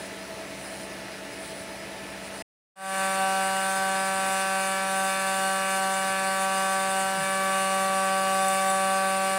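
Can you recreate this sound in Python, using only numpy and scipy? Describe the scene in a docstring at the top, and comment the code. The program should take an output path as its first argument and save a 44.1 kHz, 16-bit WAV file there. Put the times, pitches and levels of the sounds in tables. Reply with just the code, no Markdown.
"""Workshop, mono: a milling spindle cuts sheet metal beside a running dust extractor.
First, a step away, the bit bites in passes under air noise and fan tones while a thin whistle chirps.
The sound cuts to silence, then fades in close to the bit, where the cutting tones stand far above the air.
There uneven load bends pitch and level, chips snap brightly and one short low groan falls in pitch.
Each shaft turn strikes the sheet and spits chips: harmonics of the shaft speed plus pulsed hiss."""
import sys
import numpy as np
from scipy import signal
from scipy.io import wavfile
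from scipy.ndimage import uniform_filter1d

SR = 44100
rng = np.random.default_rng(int(sys.argv[2]) if len(sys.argv) > 2 else 0)


def nominal_scale(level):
    """Amplitude ratio for a level in decibels (scalar or array-like)."""
    x = np.asarray(level, float) / 20
    return 10 ** x


def persist_wave(psi):
    """Save psi, clipped to +-1, as 16-bit WAV."""
    counts = np.round(np.clip(psi, -1, 1) * 32767).astype(np.int16)
    wavfile.write(sys.argv[1], SR, np.atleast_2d(counts).T)


N = 413658
TIME = np.arange(N) / SR

# low harmonics of the shaft, before each view's overall level: order (times shaft speed), level_db
FAR_LOW_ORDERS = [(1, 6), (2, -11), (3, 3.5), (4, -10.5), (5, -8.5), (6, -9.5), (7, -13.5), (8, -17.5),
                  (9, -14), (10, -11.5), (11, -15), (12, -8.5), (13, -4.5), (14, -10.5), (15, -6.5),
                  (16, -23), (17, -27), (18, -15), (19, -23), (20, -10.5), (21, -8), (22, -10), (23, -20),
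                  (24, -25.5), (25, -12.5), (26, -17.5), (27, -17.5), (28, -18.5), (29, -14.5), (30, -11)]
NEAR_LOW_ORDERS = [(1, -9), (2, -15.5), (3, -2.5), (4, 0.5), (5, -9.5), (6, -1), (7, -9.5), (8, -3.5),
                   (9, -10.5), (10, -15.5), (11, -18.5), (12, -15), (13, -13.5), (14, -14), (15, -13),
                   (16, -26.5), (17, -27), (18, -26), (19, -23.5), (20, -25.5), (21, -32), (22, -23),
                   (23, -21.5), (24, -25.5), (25, -23.5), (26, -22), (27, -29), (28, -34), (29, -27),
                   (30, -24.5)]
# colour of the high orders, where bit and sheet ring: pitch_hz, relative level_db
FAR_RING_COLOUR = [(3410, -37), (5800, -10.5), (6770, -12), (7710, -0.5), (8070, -3), (8560, -8.5),
                   (8890, 6), (9150, -5.5), (9950, 3.5), (10800, -8), (11800, -22.5), (13500, -12),
                   (14300, -16.5), (14700, -11), (15800, -6.5)]
NEAR_RING_COLOUR = [(5900, -8.5), (6330, -7), (7100, -12), (7670, -7), (8050, -8), (8800, 0.5),
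                    (9780, -0.5), (10170, -8), (10550, -12.5), (10740, -11), (10930, -10.5), (11500, -19.5),
                    (12080, -22), (12470, -14), (13400, -12), (14200, -15.5), (15800, -14.5)]
# colour of the rushing air and motor noise: pitch_hz, relative level_db (per Hz)
FAR_AIR_COLOUR = [(30, -30.5), (54, -5.5), (75, -9.5), (90, -15.5), (140, -2.5), (250, -6), (300, -1.5),
                  (480, -4.5), (660, -0.5), (820, -6.5), (1300, -10), (1700, -5.5), (2600, -8), (3300, -13),
                  (6000, -17), (7000, -21), (11300, -29), (15800, -30)]
NEAR_AIR_COLOUR = [(30, -37), (54, -13), (90, -20), (140, -3.5), (250, -8.5), (300, -6), (500, -5),
                   (700, -4.5), (850, -2), (1400, -3), (1700, 3), (2100, -4.5), (2450, -6), (3200, -8.5),
                   (4900, -8.5), (5300, -16.5), (9000, -42)]
# colour of the hiss of chips leaving the flute: pitch_hz, relative level_db (per Hz)
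FAR_CHIP_COLOUR = [(3000, -21.5), (4200, -5.5), (6500, -15.5), (8200, -9), (8800, -4.5), (9400, -2),
                   (9800, -1), (10300, -2.5), (10800, -15), (11500, -25.5), (15800, -23)]
NEAR_CHIP_COLOUR = [(3000, -26.5), (5200, -12.5), (6500, -11.5), (7100, -8.5), (7400, -6.5), (8200, -3),
                    (8800, 2), (9800, -2), (10100, -4), (10600, -13.5), (11300, -16.5), (12150, -22),
                    (12350, -12.5), (13000, -14.5), (15800, -22.5)]
# a step away, the bit bites in short passes: start_s, length_s, bite level_db before flutter
BITE_PASSES = [(-.2, .27, -48), (.5, 0.34, -48), (1.27, 0.36, -49.5), (2.22, .05, -45.5),
               (2.3, 0.16, -46.5)]
# chirps of the thin whistle, above its floor: peak_s, level_db
WHISTLE_CHIRPS = [(.045, -56), (.215, -52), (.66, -57), (.77, -57), (.84, -58.5), (.93, -58.5), (1.13, -60),
                  (1.34, -54.5), (1.5, -58), (1.57, -57), (1.72, -58), (1.8, -60), (2.4, -57)]
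# fuzzy tones of extractor fan and hose, as heard a step away: pitch_hz, width_hz, level_db
EXTRACTOR_TONES = [(60, 3, -64), (72, 6, -67), (284, 10, -55), (335, 30, -56), (437, 6, -57), (643, 5, -52),
                   (653, 5, -48.5), (869, 4, -60), (873.5, 4, -55), (1306, 8, -59), (1748, 6, -54.5),
                   (1959, 5, -57), (2137, 8, -63), (2189, 8, -63)]
# close up, the feed loads the bit unevenly: time_s, load_db before chatter
FEED_LOAD = [(3.05, 0.65), (3.14, -1.36), (3.22, 3.5), (3.74, -1.88), (3.82, 2), (4.81, -3), (4.85, -0.68),
             (5.04, -0.15), (5.14, -5.6), (5.35, 1.1), (5.67, -4.2), (5.79, 0.24), (6.1, -1.6),
             (6.17, -4.5), (6.28, 1.5), (6.36, -4), (6.41, 0.58), (6.91, 0.74), (6.97, 3.5), (7.26, -3.2),
             (8.49, 3.7), (8.55, -0.6), (8.69, 3.5), (9.36, -1)]
# the bit sinks deeper into the sheet: time_s, depth_db
BIT_DEPTH = [(3.05, -0.5), (3.76, -2), (3.79, -1.2), (6.81, -0.2), (7.15, -2), (7.34, 1.3), (7.78, 2.5),
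             (9.36, 1.7)]
# how the low orders answer close up: order, db per db of load, db per db of depth
ORDER_ANSWERS = [(1, 0.23, 0.6), (2, 0.36, 0.5), (3, 0.07, 0.84), (4, 1.05, -0.03), (5, 0.2, -1.3),
                 (6, .05, 1.34), (7, -.3, -0.9), (8, 0.42, -.5), (9, -1, 0.45), (12, -1.5, 1.1),
                 (13, -0.3, 0)]
# sheet resonances stirred by the cut, before the bite's swing: pitch_hz, width_hz, level_db
SHEET_MODES = [(2280, 69, -50.5), (3585, 133, -48.5), (4360, 160, -56.5), (7270, 150, -55), (7800, 79, -50)]
# chips that snap against the bit: start_s, level_db, upper modes' relative level_db
CHIP_SNAPS = [(5.442, -30, -4), (5.9384, -24, -12), (6.1898, -31, -4), (7.003, -28, -8), (8.3883, -27, -4),
              (8.4168, -32, -6), (8.4811, -22, 2), (8.6991, -26, -1), (8.757, -26, -13.5)]
# ringing of the struck bit, before each snap's detuning: pitch_hz, relative level_db, 60 dB decay_s
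BIT_MODES = [(7870, 0, .04), (9880, -2, .03), (11250, -12, .03), (14700, -12, .025)]

CUT_S, FADE_START_S, FADE_END_S = 2.4225, 2.756, 3.02
FLUTTER_HZ, FLUTTER_DB = 14, 1.5  # unsteadiness of the bite in both views: width, rms
NEAR_BITE_DB = -40
# the sheet answers a blow with a lead; past each bending resonance it swings the other way
LEAD_RAD, BENDING_HZ = 1, (1050, 1430, 1820)


def evened(x):
    """Scales to rms 1."""
    return x / np.sqrt(np.mean(abs(x) ** 2) + 1e-20)


def read(points, hz):
    """Reads a spectrum in dB on a log-frequency axis."""
    point_hz, level_db = np.transpose(points)
    return np.interp(np.log(hz + 1), np.log(point_hz + 1), level_db)


def add(mix, start_s, sound):
    """Mixes a sound in at its start time."""
    part = mix[round(start_s * SR):][:len(sound)]
    part += sound[:len(part)]


def wander(t, width_hz):
    """Slow complex chance of total rms 1: white noise through two equal poles, 400 draws a second."""
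    step_s = np.arange(t[0], t[-1] + 1, 1 / 400)
    pole = np.exp(-np.pi * width_hz / 400)
    white = rng.standard_normal((len(step_s), 2)) @ [1, 1j]
    slow = evened(signal.lfilter([1], [1, -2 * pole, pole * pole], white))
    return np.interp(t, step_s, slow.real) + 1j * np.interp(t, step_s, slow.imag)


def flutter(t):
    """Quick unsteadiness of the bite, as a random swing in dB."""
    return FLUTTER_DB * np.sqrt(2) * wander(t, FLUTTER_HZ).real


def noise(t, colour, patchy_db):
    """Coloured noise of rms 1 from random short-time spectra with drifting patches (rms patchy_db)."""
    real, imaginary, patches = rng.standard_normal((len(t) // 256 + 5, 513, 3)).T
    patches = uniform_filter1d(patches, size=10, axis=0)  # across frequency
    patches = evened(uniform_filter1d(patches, size=12, axis=1))  # across time
    colour_db = read(colour, np.fft.rfftfreq(1024, 1 / SR))[:, None] + patchy_db * patches
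    spectra = (real + 1j * imaginary) * nominal_scale(colour_db)
    return evened(signal.istft(spectra, nperseg=1024, noverlap=768)[1][:len(t)])


def fuzzy_tones(t, modes, steady):
    """One tone for each line or resonance, part steady and part narrow noise."""
    out = np.zeros(len(t))
    for hz, width_hz, db in modes:
        fixed_part = steady * np.exp(2j * np.pi * rng.random())
        shape = fixed_part + np.sqrt(1 - steady ** 2) * wander(t, width_hz)
        out += np.sqrt(2) * nominal_scale(db) * (shape * np.exp(2j * np.pi * hz * t)).real
    return out


def passes(t):
    """Bite in dB: each pass digs in gradually, holds and lets go quickly, with flutter throughout."""
    bite = nominal_scale(-60)  # between passes
    for start_s, length_s, db in BITE_PASSES:
        rise = (t - start_s) / (.6 * length_s)
        release = 1 - (t - start_s - length_s) / .03
        bite = bite + nominal_scale(db) * np.clip(np.minimum(rise, release), 0, 1)
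    return 20 * np.log10(bite) + flutter(t)


def spindle(t, speed_hz, bite_db, low_db, ring, chips, idle_db, ring_db, chips_db, follow,
            rough, waver_hz, scatter, gate):
    """Repeated blows make shaft harmonics, more wavering higher up; chips hiss in two puffs a turn."""
    angle = 2 * np.pi * np.cumsum(speed_hz) / SR
    mean_hz = speed_hz.mean()
    bite_db = 20 * np.log10(np.hypot(nominal_scale(bite_db), nominal_scale(idle_db)))  # never quite silent
    swing_db = bite_db - bite_db.mean()
    low, high = np.zeros(len(t)), np.zeros(len(t))
    turn, carrier = np.exp(1j * angle), np.ones(len(t))
    for order in range(1, int(ring[-1][0] / mean_hz) + 1):
        carrier = carrier * turn
        blur = np.clip(rough * order, 0, .85)  # uneven blows blur the high orders most
        shape = np.sqrt(1 - blur ** 2) + blur * wander(t, waver_hz * order)
        phase = LEAD_RAD - np.pi * np.searchsorted(BENDING_HZ, order * mean_hz)
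        phase = phase + scatter * order * rng.standard_normal()
        tone = np.sqrt(2) * (shape * np.exp(1j * phase) * carrier).real
        if order <= len(low_db):
            low += nominal_scale(low_db[order - 1]) * tone
        else:
            high += nominal_scale(read(ring, order * mean_hz)) * tone
    puffs = np.exp(gate[0] * np.cos(angle) + gate[1] * np.cos(2 * angle))
    hiss = evened(puffs * noise(t, chips, patchy_db=1.5))
    # high orders and hiss each follow the bite by their own share
    ringing = nominal_scale(ring_db + follow[0] * swing_db) * evened(high)
    spitting = nominal_scale(chips_db + follow[1] * swing_db) * hiss
    return low + ringing + spitting


def whistle(t):
    """A narrow fuzzy tone on a faint floor, raised by short bell-shaped chirps."""
    level = nominal_scale(-68)  # floor
    for peak_s, db in WHISTLE_CHIRPS:
        level = level + nominal_scale(db) * np.exp(-.5 * ((t - peak_s) / .013) ** 2)
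    return level * fuzzy_tones(t, [(5052, 20, 0)], steady=.85)


def extractor(t, steady):
    """Fan and hose hum as a set of fuzzy tones."""
    return fuzzy_tones(t, EXTRACTOR_TONES, steady)


def far_view():
    """From a step away the extractor and its air cover much of the spindle."""
    t = TIME[TIME < CUT_S]
    low_db = [db - 56 for order, db in FAR_LOW_ORDERS]
    speed_hz = 194.3 + 0.118 * wander(t, 3).real
    cut = spindle(t, speed_hz, passes(t), low_db, FAR_RING_COLOUR, FAR_CHIP_COLOUR,
                  idle_db=-51.5, ring_db=-54.5, chips_db=-52.0, follow=(.7, 1.1),
                  rough=.012, waver_hz=.25, scatter=0.065, gate=(.4, .25))
    air = nominal_scale(-40.5) * noise(t, FAR_AIR_COLOUR, patchy_db=1.2)
    return cut + air + extractor(t, steady=.97) + whistle(t)


def near_speed(t, load_db):
    """Load slows the shaft a little; its weight smooths every change of speed."""
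    speed_hz = 191.8 - .04 * load_db + .1 * wander(t, 2).real
    return uniform_filter1d(speed_hz, size=SR // 8)


def sheet(t, bite_db):
    """Sheet resonances as narrow noise, swelling with the bite."""
    return nominal_scale(0.84 * (bite_db - NEAR_BITE_DB)) * fuzzy_tones(t, SHEET_MODES, steady=0)


def near_view():
    """Close to the bit the shaft orders stand far above air and extractor."""
    t = TIME[TIME >= FADE_START_S]
    load_db = np.interp(t, *np.transpose(FEED_LOAD))
    load_db += .9 * np.sqrt(2) * wander(t, 10).real  # chatter: quick unevenness on top
    depth_db = np.interp(t, *np.transpose(BIT_DEPTH))
    low_db = [db - 32 for order, db in NEAR_LOW_ORDERS]
    for order, per_load, per_depth in ORDER_ANSWERS:
        low_db[order - 1] += per_load * load_db + per_depth * depth_db
    bite_db = NEAR_BITE_DB + 0.14 * load_db + flutter(t)
    cut = spindle(t, near_speed(t, load_db), bite_db, low_db, NEAR_RING_COLOUR, NEAR_CHIP_COLOUR,
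                  idle_db=-40.0, ring_db=-39.5, chips_db=-38.5, follow=(1.1, .9),
                  rough=.025, waver_hz=.6, scatter=.06, gate=(.5, .2))
    air = nominal_scale(-38) * noise(t, NEAR_AIR_COLOUR, patchy_db=1)
    return cut + air + nominal_scale(-14.0) * extractor(t, steady=.88) + sheet(t, bite_db)


def snaps():
    """Chips strike the bit, which rings in decaying sine modes, detuned at random."""
    out, t = np.zeros(N), TIME[:SR // 10]
    for start_s, db, upper_db in CHIP_SNAPS:
        modes = []
        for hz, mode_db, decay_s in BIT_MODES:
            pitch_hz = hz * rng.uniform(0.93, 1.01)
            modes.append(nominal_scale(mode_db - 60 * t / decay_s) * np.sin(2 * np.pi * pitch_hz * t))
        onset = np.minimum(t / .003, 1)
        add(out, start_s, nominal_scale(db) * onset * (modes[0] + nominal_scale(upper_db) * sum(modes[1:])))
    return out


def groan():
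    """A short low sine gliding down in pitch under a rounded swell."""
    out = np.zeros(N)
    start_s, length_s, peak_db, from_hz, to_hz = 7.17, .11, -36, 195, 110
    progress = TIME[TIME < length_s] / length_s
    cycles = np.cumsum(from_hz + (to_hz - from_hz) * progress) / SR
    swell = np.sin(np.pi * np.sqrt(progress)) ** 2
    add(out, start_s, nominal_scale(peak_db) * swell * np.sin(2 * np.pi * cycles))
    return out


def scene():
    """Far view, silence, then a straight fade into the near view, with snaps and groan."""
    far, near = far_view(), near_view()
    mix = snaps() + groan()
    mix[:len(far)] += far
    fade = np.interp(TIME[-len(near):], (FADE_START_S, FADE_END_S), (0, 1))
    mix[-len(near):] += near * fade
    return mix[None]


def low_pass(x):
    """Removes everything above the highest recorded frequency."""
    return signal.sosfilt(signal.butter(12, 15980, fs=SR, output="sos"), x)


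def record(dry):
    """The microphone cuts the lowest bass; a steep filter limits the treble."""
    thin = signal.sosfilt(signal.butter(8, 52, "high", fs=SR, output="sos"), dry)
    treble_limit = signal.firwin(2047, 15750, window=("kaiser", 9), fs=SR)
    limited = signal.oaconvolve(thin, treble_limit[None], "same")
    # the edit leaves true silence between the views
    limited[:, (TIME > CUT_S + .003) & (TIME < FADE_START_S)] = 0
    return low_pass(limited)


dry = scene()
out = record(dry)
persist_wave(out)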